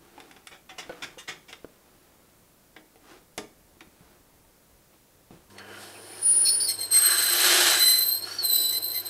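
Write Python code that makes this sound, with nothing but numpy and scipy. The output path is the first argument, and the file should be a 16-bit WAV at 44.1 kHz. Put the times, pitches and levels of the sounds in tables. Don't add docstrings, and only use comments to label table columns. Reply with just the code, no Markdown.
import sys
import numpy as np
from scipy import signal
from scipy.fft import rfft, irfft
from scipy.io import wavfile
from scipy.ndimage import uniform_filter1d

SR = 44100
rng = np.random.default_rng(int(sys.argv[2]) if len(sys.argv) > 2 else 0)


def store_wav(level_fs):
    pcm = np.round(np.clip(np.atleast_2d(level_fs), -1, 1) * 32767)
    wavfile.write(sys.argv[1], SR, pcm.T.astype(np.int16))


N = 400869
T = np.arange(N) / SR
MOTOR_ON_S = 5.475

# peak_s, rise_s, fall_s, level_db
EDGE_SNAGS = [(6.705, 0.019, 0.019, -27.5), (6.82, 0.022, 0.022, -35), (6.96, 0.037, .03, -28),
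              (7.9, 0.12, .11, -27), (8.73, 0.016, 0.037, -35.5), (8.96, 0.04, 0.035, -38.5)]
# start_s, length_s, pitch_hz, level_db
EDGE_SCREECHES = [(6.45, 0.063, 4327, -20.5), (6.493, 0.073, 4430, -31.5), (6.601, 0.024, 4510, -25),
                  (6.617, 0.059, 4590, -30), (6.671, 0.051, 4350, -28.5)]
# start_s, level_db, bass_db, treble_db, rise_s
SHANK_SCRAPES = [(0.51, -46.5, -5, -13, 0.017), (0.69, -43, -10, -17, 0.011),
                 (0.781, -35, -15, -6.5, 0.0098), (0.826, -46, -17, -27, 0.0047),
                 (1.021, -33, -39, -8.5, 0.0084), (1.181, -42, -26, -0.5, 0.013),
                 (1.275, -32.5, -23, -11.5, 0.015), (1.48, -46, -3.5, -4, 0.021)]


def squeal(pressure, strengths, heavy_db=-42, choke_db=-31, steady_db=-22):
    # time_s, pitch_hz
    slip_rate = [(6.68, 4230), (6.83, 4180), (7.0, 4180), (7.12, 4110), (7.55, 4055), (7.72, 3995),
                 (7.85, 4058), (8.07, 4090), (8.23, 4240), (8.38, 4600), (8.44, 4140), (8.53, 4025),
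                 (8.68, 4012), (8.86, 4110), (9.09, 4095)]
    # pitch_ratio, relative_db
    uneven_tones = [(3 / 4, -29), (5 / 4, -25), (9 / 4, -13.5), (13 / 4, -17)]
    # pitch_ratio, relative_db
    doubled_tones = [(1 / 2, -12), (3 / 4, -16), (3 / 2, -12), (5 / 2, -10), (7 / 2, -20)]
    first, second, third, uneven = strengths
    trade = amp(wander(30))
    steadiness = np.hypot(1, np.hypot(first, second) / amp(steady_db))
    sputter = amp(3 * np.minimum(wander(40), 1) / steadiness)
    hz = np.interp(T, *np.transpose(slip_rate))
    locked = 1 / (1 + (hz / 4290) ** 70)
    free = locked / np.hypot(1, pressure / amp(choke_db))
    first, second, third = first / np.sqrt(trade), free * second, free * third * trade
    upset = amp(-41) + 1.4 * pressure
    ragged = np.minimum(.05 + upset / (np.hypot(first, .6 * second) + 1e-9), 1.1)
    phase = 2 * np.pi * np.cumsum(hz + (5 + 15 * ragged) * wander(70)) / SR
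    tone = slip_harmonic(first, phase, ragged)
    tone += slip_harmonic(second, 2 * phase, ragged + .1)
    tone += slip_harmonic(third, 3 * phase, ragged + .6)
    overtones = amp(-18) * second * np.exp(2j * phase) + amp(-12) * third * np.exp(3j * phase)
    tone += narrowband(450) * overtones
    heavy = pressure ** 2 / (pressure ** 2 + amp(heavy_db) ** 2)
    doubled = np.hypot(heavy * np.hypot(first, third), swells(EDGE_SNAGS))
    for table, strength in ((uneven_tones, (1 - heavy) * uneven), (doubled_tones, doubled)):
        side_tones = sum(amp(db) * np.exp(1j * ratio * phase) * narrowband(85) for ratio, db in table)
        tone += locked * strength * side_tones
    companion = amp(-47) * np.tanh(first / amp(-48)) * (1 - .75 * locked)
    tone += companion * np.exp(1j * 5 / 4 * phase) * narrowband(160)
    return 2 ** .5 * tone.real * sputter


def squeal_strength(fall_s=0.021):
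    # start_s, length_s, first_db, second_db, third_db, change_db, uneven_db
    bursts = [(6.674, .05, -26.5, -24, -31.5, -5, 9), (6.776, 0.093, -32, -29.5, -38.5, -5.5, -4),
              (6.906, 0.082, -28.5, -17, -28, 2, -6), (7.004, 0.077, -32, -22, -27, 2, -12),
              (7.08, 0.85, -27, -26, -29.5, -4, 6), (7.785, 0.16, -21, -28.5, -26.5, 1, -8.5),
              (7.964, 0.23, -24.5, -29, -21.5, -11.5, -5.5), (8.19, 0.23, -36, -41, -48, -12.5, -8),
              (8.382, 0.018, -27.5, -57, -58, -0.5, -11), (8.419, 0.14, -30.5, -35, -29, 5, -1.5),
              (8.534, 0.24, -23, -30, -26.5, -7.5, 3), (8.798, 0.2, -36, -42.5, -34.5, 0.5, -6.5),
              (9.045, 0.056, -38.5, -43, -41.5, 4, -5)]
    power = np.zeros((4, N))
    for start, length, first_db, second_db, third_db, change_db, uneven_db in bursts:
        t = np.arange(int((length + .2) * SR)) / SR
        rise_s = min(0.0099 + 0.12 * length, 0.027)
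        held = np.minimum(t / rise_s, 1) * amp(change_db * np.minimum(t / length, 1))
        shape = held * np.exp(-np.maximum(t - length, 0) / fall_s)
        uneven = amp(uneven_db) * np.hypot(amp(first_db), amp(third_db))
        for track, gain in zip(power, (amp(first_db), amp(second_db), amp(third_db), uneven)):
            add(track, start, (gain * shape) ** 2)
    return np.sqrt(power)


def slip_harmonic(gain, phase, blur):
    return gain * np.exp(1j * phase) * (1 + blur * narrowband(139)) / np.sqrt(1 + blur ** 2)


def whistle(gain, pitch_hz=9650, difference_db=-4, sum_db=-11):
    # pitch_hz, width_hz, relative_db
    shaken_modes = [(4350, 65, -31), (5170, 190, -30), (9280, 150, -25), (10040, 510, -26),
                    (13400, 1600, -31)]
    high = np.exp(2j * np.pi * np.cumsum(pitch_hz + 14 * wander(120) + 7 * wander(6)) / SR)
    ragged = np.minimum(0.21 + amp(-44) / (gain + 1e-9), 3)
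    out = 2 ** .5 * slip_harmonic(gain, np.angle(high), ragged).real * amp(1.15 * wander(51))
    out += gain ** 0.37 * np.tanh(gain / amp(-66)) * amp(-11) * ringing(shaken_modes)
    roughness, mixed_roughness = unit(1 + 0.38 * narrowband(220)), unit(1 + 0.51 * narrowband(300))
    for start, length, hz, db in EDGE_SCREECHES:
        low = np.exp(2j * np.pi * hz * T) * roughness
        mixed = high * mixed_roughness * (amp(difference_db) * low.conj() + amp(sum_db) * low)
        out += amp(db) * screech_swell(start, length) * (low + amp(-13) * low ** 2 + mixed).imag
    return out


def whistle_strength(catch_s=6.215, rise_s=0.082, release_s=6.65, sag_db_per_s=37, die_db_per_s=244):
    before, after = np.minimum(T - catch_s, 0), np.maximum(T - catch_s, 0)
    creep = amp(-44.5 + 65 * before)
    held = (1 - np.exp(-after / rise_s)) * amp(-12.5 - sag_db_per_s * after)
    return (creep + held) * amp(-die_db_per_s * np.clip(T - release_s, 0, 1))


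def screech_swell(start, length):
    return abs(np.sin(np.pi * np.clip((T - start) / length, 0, 1))) ** 0.46


def grinding(pressure, extra_hiss, ring_limit_db=-31, hiss_limit_db=-35):
    # pitch_hz, width_hz, relative_db
    cutter_modes = [(1157, 47, -13), (1413, 98, -5), (1657, 135, -2.5), (2035, 51, -20), (2660, 490, -11.5),
                    (3030, 81, -8)]
    # peak_s, rise_s, fall_s, level_db
    flat_touches = [(5.6, 0.017, 0.093, -49), (5.74, 0.064, 0.066, -48), (7.12, 0.13, 0.2, -34),
                    (8.3, 0.043, 0.06, -46.5)]
    # frequency_hz, density_db
    rasp_spectrum = [(88, -68), (150, -43), (263, -25), (352, -4.5), (453, -12.5), (766, -3), (985, -10.5),
                     (1130, -8), (1700, 0), (2060, -6), (4060, -1.5), (5870, -7), (8170, -7.5),
                     (12300, -9.5), (15500, -39)]
    # pitch_hz, width_hz, relative_db
    holder_modes = [(355, 30, 7), (2080, 70, -4), (3060, 110, 5), (4150, 200, 0), (5550, 120, -4),
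                    (6420, 70, -1), (7410, 80, 0), (8360, 70, 9), (9650, 150, -2), (10950, 150, 2),
                    (12520, 80, 4), (13420, 150, 5)]
    # frequency_hz, density_db
    hiss_spectrum = [(1500, -2.5), (3500, 6), (4500, 15), (5500, 14.5), (6700, -2.5), (8200, 10),
                     (10000, 9.5), (13300, 5), (14700, 3), (15700, -14)]
    # pitch_hz, width_hz, relative_db
    high_modes = [(4320, 200, 4), (5480, 140, 4), (6420, 60, 0), (7760, 150, 0), (8360, 70, 12),
                  (9290, 150, 3), (10160, 200, 1), (13330, 130, 8)]
    large, small = grit(3500, 2.2, smooth=.7), grit(6000, 1.2, smooth=1)
    ring_gain = amp(ring_limit_db) * np.tanh(pressure * amp(3 - ring_limit_db))
    hiss_gain = amp(hiss_limit_db) * np.tanh(pressure * amp(6 - hiss_limit_db))
    ring = np.hypot(ring_gain, swells(flat_touches)) * ringing(cutter_modes) * amp(2 * wander(92))
    rasp = pressure * amp(9) * colour(large, rasp_spectrum, holder_modes)
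    hiss = np.hypot(hiss_gain, extra_hiss) * colour(small, hiss_spectrum, high_modes)
    return (ring + rasp + hiss) * amp(0.68 * wander(27))


def contact_pressure():
    # time_s, force_db
    force = [(5.5, -69), (5.6, -73.5), (5.84, -57), (5.95, -64.5), (6.47, -57.5), (6.9, -63), (6.935, -48),
             (7.13, -41.5), (7.3, -41.5), (7.48, -30), (7.719, -30), (7.85, -44.5), (8.04, -54),
             (8.2, -64.5), (8.28, -54), (8.62, -59.5), (8.85, -66), (9.09, -60)]
    return gain_curve(force)


def chatter(strengths, whistling):
    _, second, _, uneven = strengths
    screeching = sum(amp(db) * screech_swell(start, length) for start, length, _, db in EDGE_SCREECHES)
    parts = [amp(-21) * np.hypot(second, uneven), amp(-31) * whistling,
             amp(-15) * screeching, amp(-13) * swells(EDGE_SNAGS)]
    return np.linalg.norm(parts, axis=0)


def chirps(swell_s=0.017, width_hz=110):
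    # peak_s, pitch_hz, level_db
    catches = [(5.57, 2080, -60), (5.59, 4350, -50), (5.965, 2540, -48), (6.135, 2380, -51),
               (6.48, 2640, -41)]
    return sum(np.exp(-((T - s) / swell_s) ** 2) * ringing([(hz, width_hz, db)]) for s, hz, db in catches)


def clicks(snap_t60_s=0.016):
    # start_s, level_db, bass_db, treble_db
    contacts = [(0.179, -55, 7, -24), (0.202, -41.5, -2, -12.5), (0.312, -44.5, -12, -10),
                (0.364, -48, -1, -14), (0.471, -38.5, -27, -6), (0.922, -49, -26, -23),
                (1.528, -37, -11, -13.5), (2.764, -41.5, -9, -24), (2.958, -49.5, 10.5, -15),
                (3.378, -29, -3, -3.5), (3.807, -42.5, -18.5, -16), (5.583, -41, -28, -8),
                (5.741, -45.5, -31, -23)]
    snap_spectrum = [(800, -19), (3000, -2), (11000, 21), (13000, -6), (15500, -24)]
    t, out = np.arange(SR // 4) / SR, np.zeros(N)
    impulse = 1. 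* (t == 0)
    for start, db, bass_db, treble_db in contacts:
        snap = colour(rng.standard_normal(len(t)), snap_spectrum) * amp(-60 * t / snap_t60_s)
        add(out, start, amp(db) * (jig(impulse, bass_db, treble_db) + amp(4 + treble_db) * snap))
    return out


def scrapes(slips_per_s=3000):
    t, out = np.arange(SR // 4) / SR, np.zeros(N)
    for start, db, bass_db, treble_db, rise in SHANK_SCRAPES:
        slips = rng.standard_normal(len(t)) * (rng.random(len(t)) < slips_per_s / SR)
        force = slips * np.sqrt(t / rise) * np.exp(-t / rise)
        add(out, start, amp(db) * jig(force, bass_db, treble_db))
    return out


def jig(force, bass_db, treble_db, body_t60_s=0.061):
    # frequency_hz, density_db
    body_spectrum = [(59, -31), (100, -27), (326, -5), (640, -6.5), (774, -6), (956, -5), (1800, -2.5),
                     (2000, 0.5), (3120, -8), (3460, -1), (4100, -15.5), (5280, -9), (10800, -25.5),
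                     (15500, -33)]
    # pitch_hz, relative_db, t60_s
    modes = [(456, 1, 0.1), (753, 13.5, 0.15), (1335, -21, 0.05), (1666, 0, 0.1), (1965, -8, 0.16),
             (2235, 9, 0.15), (2835, 17, 0.027), (4050, 4.5, 0.047), (3590, 6, 0.12), (5200, -10, 0.053),
             (6900, -5, 0.053), (8360, -6, .08)]
    t, size = np.arange(len(force)) / SR, 2 * len(force)
    tilt = [(500, bass_db + 8), (1100, 0), (3500, 0), (8000, treble_db + 9)]
    tilt_gain = amp(log_interp(tilt, np.fft.rfftfreq(size, 1 / SR)))
    body = colour(rng.standard_normal(len(t)), body_spectrum) * amp(-60 * t / body_t60_s)
    ring = sum(rng.random() * amp(db - 60 * t / t60) * np.sin(2 * np.pi * (hz * t + rng.random()))
               for hz, db, t60 in modes)
    response = unit(body) + amp(-6) * unit(ring)
    hit = irfft(rfft(force, size) * rfft(response, size) * tilt_gain)[:len(t)]
    return hit / np.sqrt(uniform_filter1d(hit ** 2, SR // 200).max())


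def knocks(upper_ratio=2.9):
    # start_s, level_db, pitch_hz, t60_s
    blows = [(0.179, -38.5, 843, 0.06), (0.895, -30, 514, 0.077), (0.901, -41, 489, 0.22),
             (0.895, -45, 1493, 0.21), (1.031, -52, 149, 0.39), (1.174, -42.5, 504, 0.08),
             (1.285, -53.5, 154.4, 0.55), (1.646, -29, 480, 0.019), (2.764, -49, 311, 0.33),
             (3.38, -37.5, 415.5, 0.26), (3.381, -39.5, 308, 0.29), (3.386, -47, 218.4, 0.39),
             (3.769, -50, 332, 0.04), (3.814, -48.5, 326, 0.17), (3.873, -45.5, 209, 0.045),
             (4.008, -47.5, 169, 0.059), (5.308, -40.5, 254, 0.068), (5.328, -39.5, 166, 0.093)]
    t, out = np.arange(SR // 3) / SR, np.zeros(N)
    for start, db, hz, t60 in blows:
        thud_spectrum = [(hz / 4, -22), (hz * .7, 0), (hz * 1.4, -2), (hz * 4, -20), (hz * 16, -42)]
        thud = colour(rng.standard_normal(len(t)), thud_spectrum)
        modes = np.sin(2 * np.pi * hz * t) + amp(-13) * np.sin(2 * np.pi * hz * upper_ratio * t)
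        add(out, start, amp(db - 60 * t / t60) * (modes + amp(-6) * thud))
    return out


def rubbing(drag_rise_s=0.011, drag_fall_s=0.078):
    # peak_s, rise_s, fall_s, relative_db
    slides = [(.25, .3, 0.18, -50.5), (1.0, 0.22, 0.15, -46.5), (2.0, 0.86, 0.5, -59.5),
              (3.12, 0.078, .075, -45), (4.12, 0.25, 0.071, -55.5), (4.94, 0.014, 0.023, -55),
              (5.315, 0.013, 0.11, -52)]
    # frequency_hz, density_db
    spectrum = [(88, -52), (150, -12), (362, 3), (541, -10), (739, -3), (991, -9.5), (1350, -6.5),
                (1690, -11.5), (2220, -12), (12000, -27.5), (15600, -57), (22000, -120)]
    drags = [(start + rise, drag_rise_s, drag_fall_s, db - 11) for start, db, _, _, rise in SHANK_SCRAPES]
    return amp(-6) * swells(slides + drags) * colour(grit(2000, 3, smooth=.6), spectrum)


def motor(hum_rise_s=.04, drive_rise_s=0.14):
    # pitch_hz, level_db
    lines = [(100.1, -60), (300.3, -65), (944.6, -64), (1044.8, -66), (1147, -94), (6404, -77)]
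    # time_s, level_db
    octave_levels = [(5.49, -59), (5.85, -60), (6.1, -70), (7.0, -68.5), (9.09, -73)]
    # frequency_hz, density_db
    drive_spectrum = [(30, -56), (250, -11), (350, 2.5), (480, 1), (540, -1), (760, 2), (900, -8.5),
                      (1500, -7), (3000, -12.5), (7000, -82), (15000, -53)]
    hum = sum(amp(db) * np.sin(2 * np.pi * hz * (T + rng.random())) for hz, db in lines)
    hum += gain_curve(octave_levels) * np.sin(2 * np.pi * 2 * lines[0][0] * T)
    rumble = colour(rng.standard_normal(N), drive_spectrum, [(355, 30, 4), (455, 30, 3)])
    rumble *= amp(-50.5 + 1.6 * wander(14))
    hum_on, drive_on = (np.clip((T - MOTOR_ON_S) / rise, 0, 1) for rise in (hum_rise_s, drive_rise_s))
    return hum_on * 2 ** .5 * hum * (1 + 0.13 * wander(6.3)) + drive_on * rumble


def room(x):
    # frequency_hz, t60_s
    decay_times = [(150, 0.39), (600, 0.33), (3000, 0.3), (8000, 0.31), (15000, 0.039)]
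    reflections = rng.standard_normal(SR // 2) * (np.arange(SR // 2) > .004 * SR)
    hz, t, bands = signal.stft(reflections, SR, nperseg=256)
    decay = amp(-60 * t / log_interp(decay_times, hz)[:, None])
    tail = signal.istft(bands * decay, SR, nperseg=256)[1]
    return signal.fftconvolve(x, tail / np.linalg.norm(tail) * np.sqrt(1 / 2))[:N]


def air(hiss_db=-59.5, rumble_db=-71.5):
    # frequency_hz, density_db
    hiss_spectrum = [(12, -12), (20, -12), (145, -5.5), (208, -5.5), (384, -8), (466, -9), (567, -8.5),
                     (770, -15.5), (861, -14), (1020, -15), (2280, -19.5), (2930, -21.5), (15600, -20)]
    # peak_s, rise_s, fall_s, level_db
    leans = [(.8, .5, .6, -94), (4.05, 0.77, 0.91, -66), (5.38, 0.21, 0.17, -63.5)]
    rumble_spectrum = [(15, -8), (30, 5.5), (70, 1), (300, -15.5), (900, -12.5), (4000, -50)]
    hiss = amp(hiss_db) * colour(rng.standard_normal(N), hiss_spectrum)
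    rumble = colour(rng.standard_normal(N), rumble_spectrum) * amp(2.1 * wander(7.4))
    return hiss + np.hypot(amp(rumble_db) * (T < MOTOR_ON_S), swells(leans)) * rumble


def ringing(modes):
    return 2 ** .5 * sum(amp(db) * narrowband(width) * np.exp(2j * np.pi * hz * T)
                         for hz, width, db in modes).real


def grit(per_s, spread_db, smooth):
    size = amp(spread_db * np.minimum(rng.exponential(1, N), 4))
    grains = size * rng.choice([-1, 1], N) * (rng.random(N) < per_s / SR)
    return unit(unit(grains) + smooth * rng.standard_normal(N))


def narrowband(width_hz):
    pole = np.exp(-np.pi * width_hz / SR)
    noise = rng.standard_normal(N) + 1j * rng.standard_normal(N)
    return unit(signal.lfilter([1], [1, -pole ** 4], signal.lfilter([1], [1, -pole], noise)))


def wander(rate_hz):
    hz = np.fft.rfftfreq(N, 1 / SR)
    return unit(irfft(rfft(rng.standard_normal(N)) / (1 + (hz / rate_hz) ** 2), N))


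def colour(x, spectrum, peaks=()):
    hz = np.fft.rfftfreq(len(x), 1 / SR)
    resonance = 1 + sum(amp(db) ** 2 / (1 + (2 * (hz - f) / width) ** 2) for f, width, db in peaks)
    return unit(irfft(rfft(x) * amp(log_interp(spectrum, hz)) * np.sqrt(resonance), len(x)))


def swells(rows):
    power = np.zeros(N)
    for peak_s, rise_s, fall_s, db in rows:
        distance = (T - peak_s) / np.where(T < peak_s, rise_s, fall_s)
        power += amp(db) ** 2 * np.exp(-2 * np.minimum(distance ** 2, 20))
    return np.sqrt(power)


def gain_curve(points):
    return amp(np.interp(T, *np.transpose(points), left=-140))


def log_interp(points, hz):
    f, value = np.transpose(points)
    return np.interp(np.log(hz + 1), np.log(f + 1), value)


def add(mix, start_s, sound):
    part = mix[round(start_s * SR):][:len(sound)]
    part += sound[:len(part)]


def amp(db):
    return 10 ** (np.asarray(db) / 20)


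def unit(x):
    return x / np.sqrt(np.mean(abs(x) ** 2) + 1e-20)


def scene():
    setup, thuds = clicks() + scrapes() + rubbing(), knocks()
    pressure, strengths, whistling = contact_pressure(), squeal_strength(), whistle_strength()
    machine = motor() + grinding(pressure, chatter(strengths, whistling))
    machine += whistle(whistling) + squeal(pressure, strengths) + chirps()
    reverberation = room(amp(-8) * setup + amp(-12) * thuds + amp(-14) * machine)
    return (setup + thuds + machine + reverberation + air())[None]


def record(dry, cutoff_hz=15750):
    lowpass = signal.firwin(511, cutoff_hz, window=("kaiser", 9), fs=SR)
    return signal.oaconvolve(dry, lowpass[None], "same")


dry = scene()
out = record(dry)
store_wav(out)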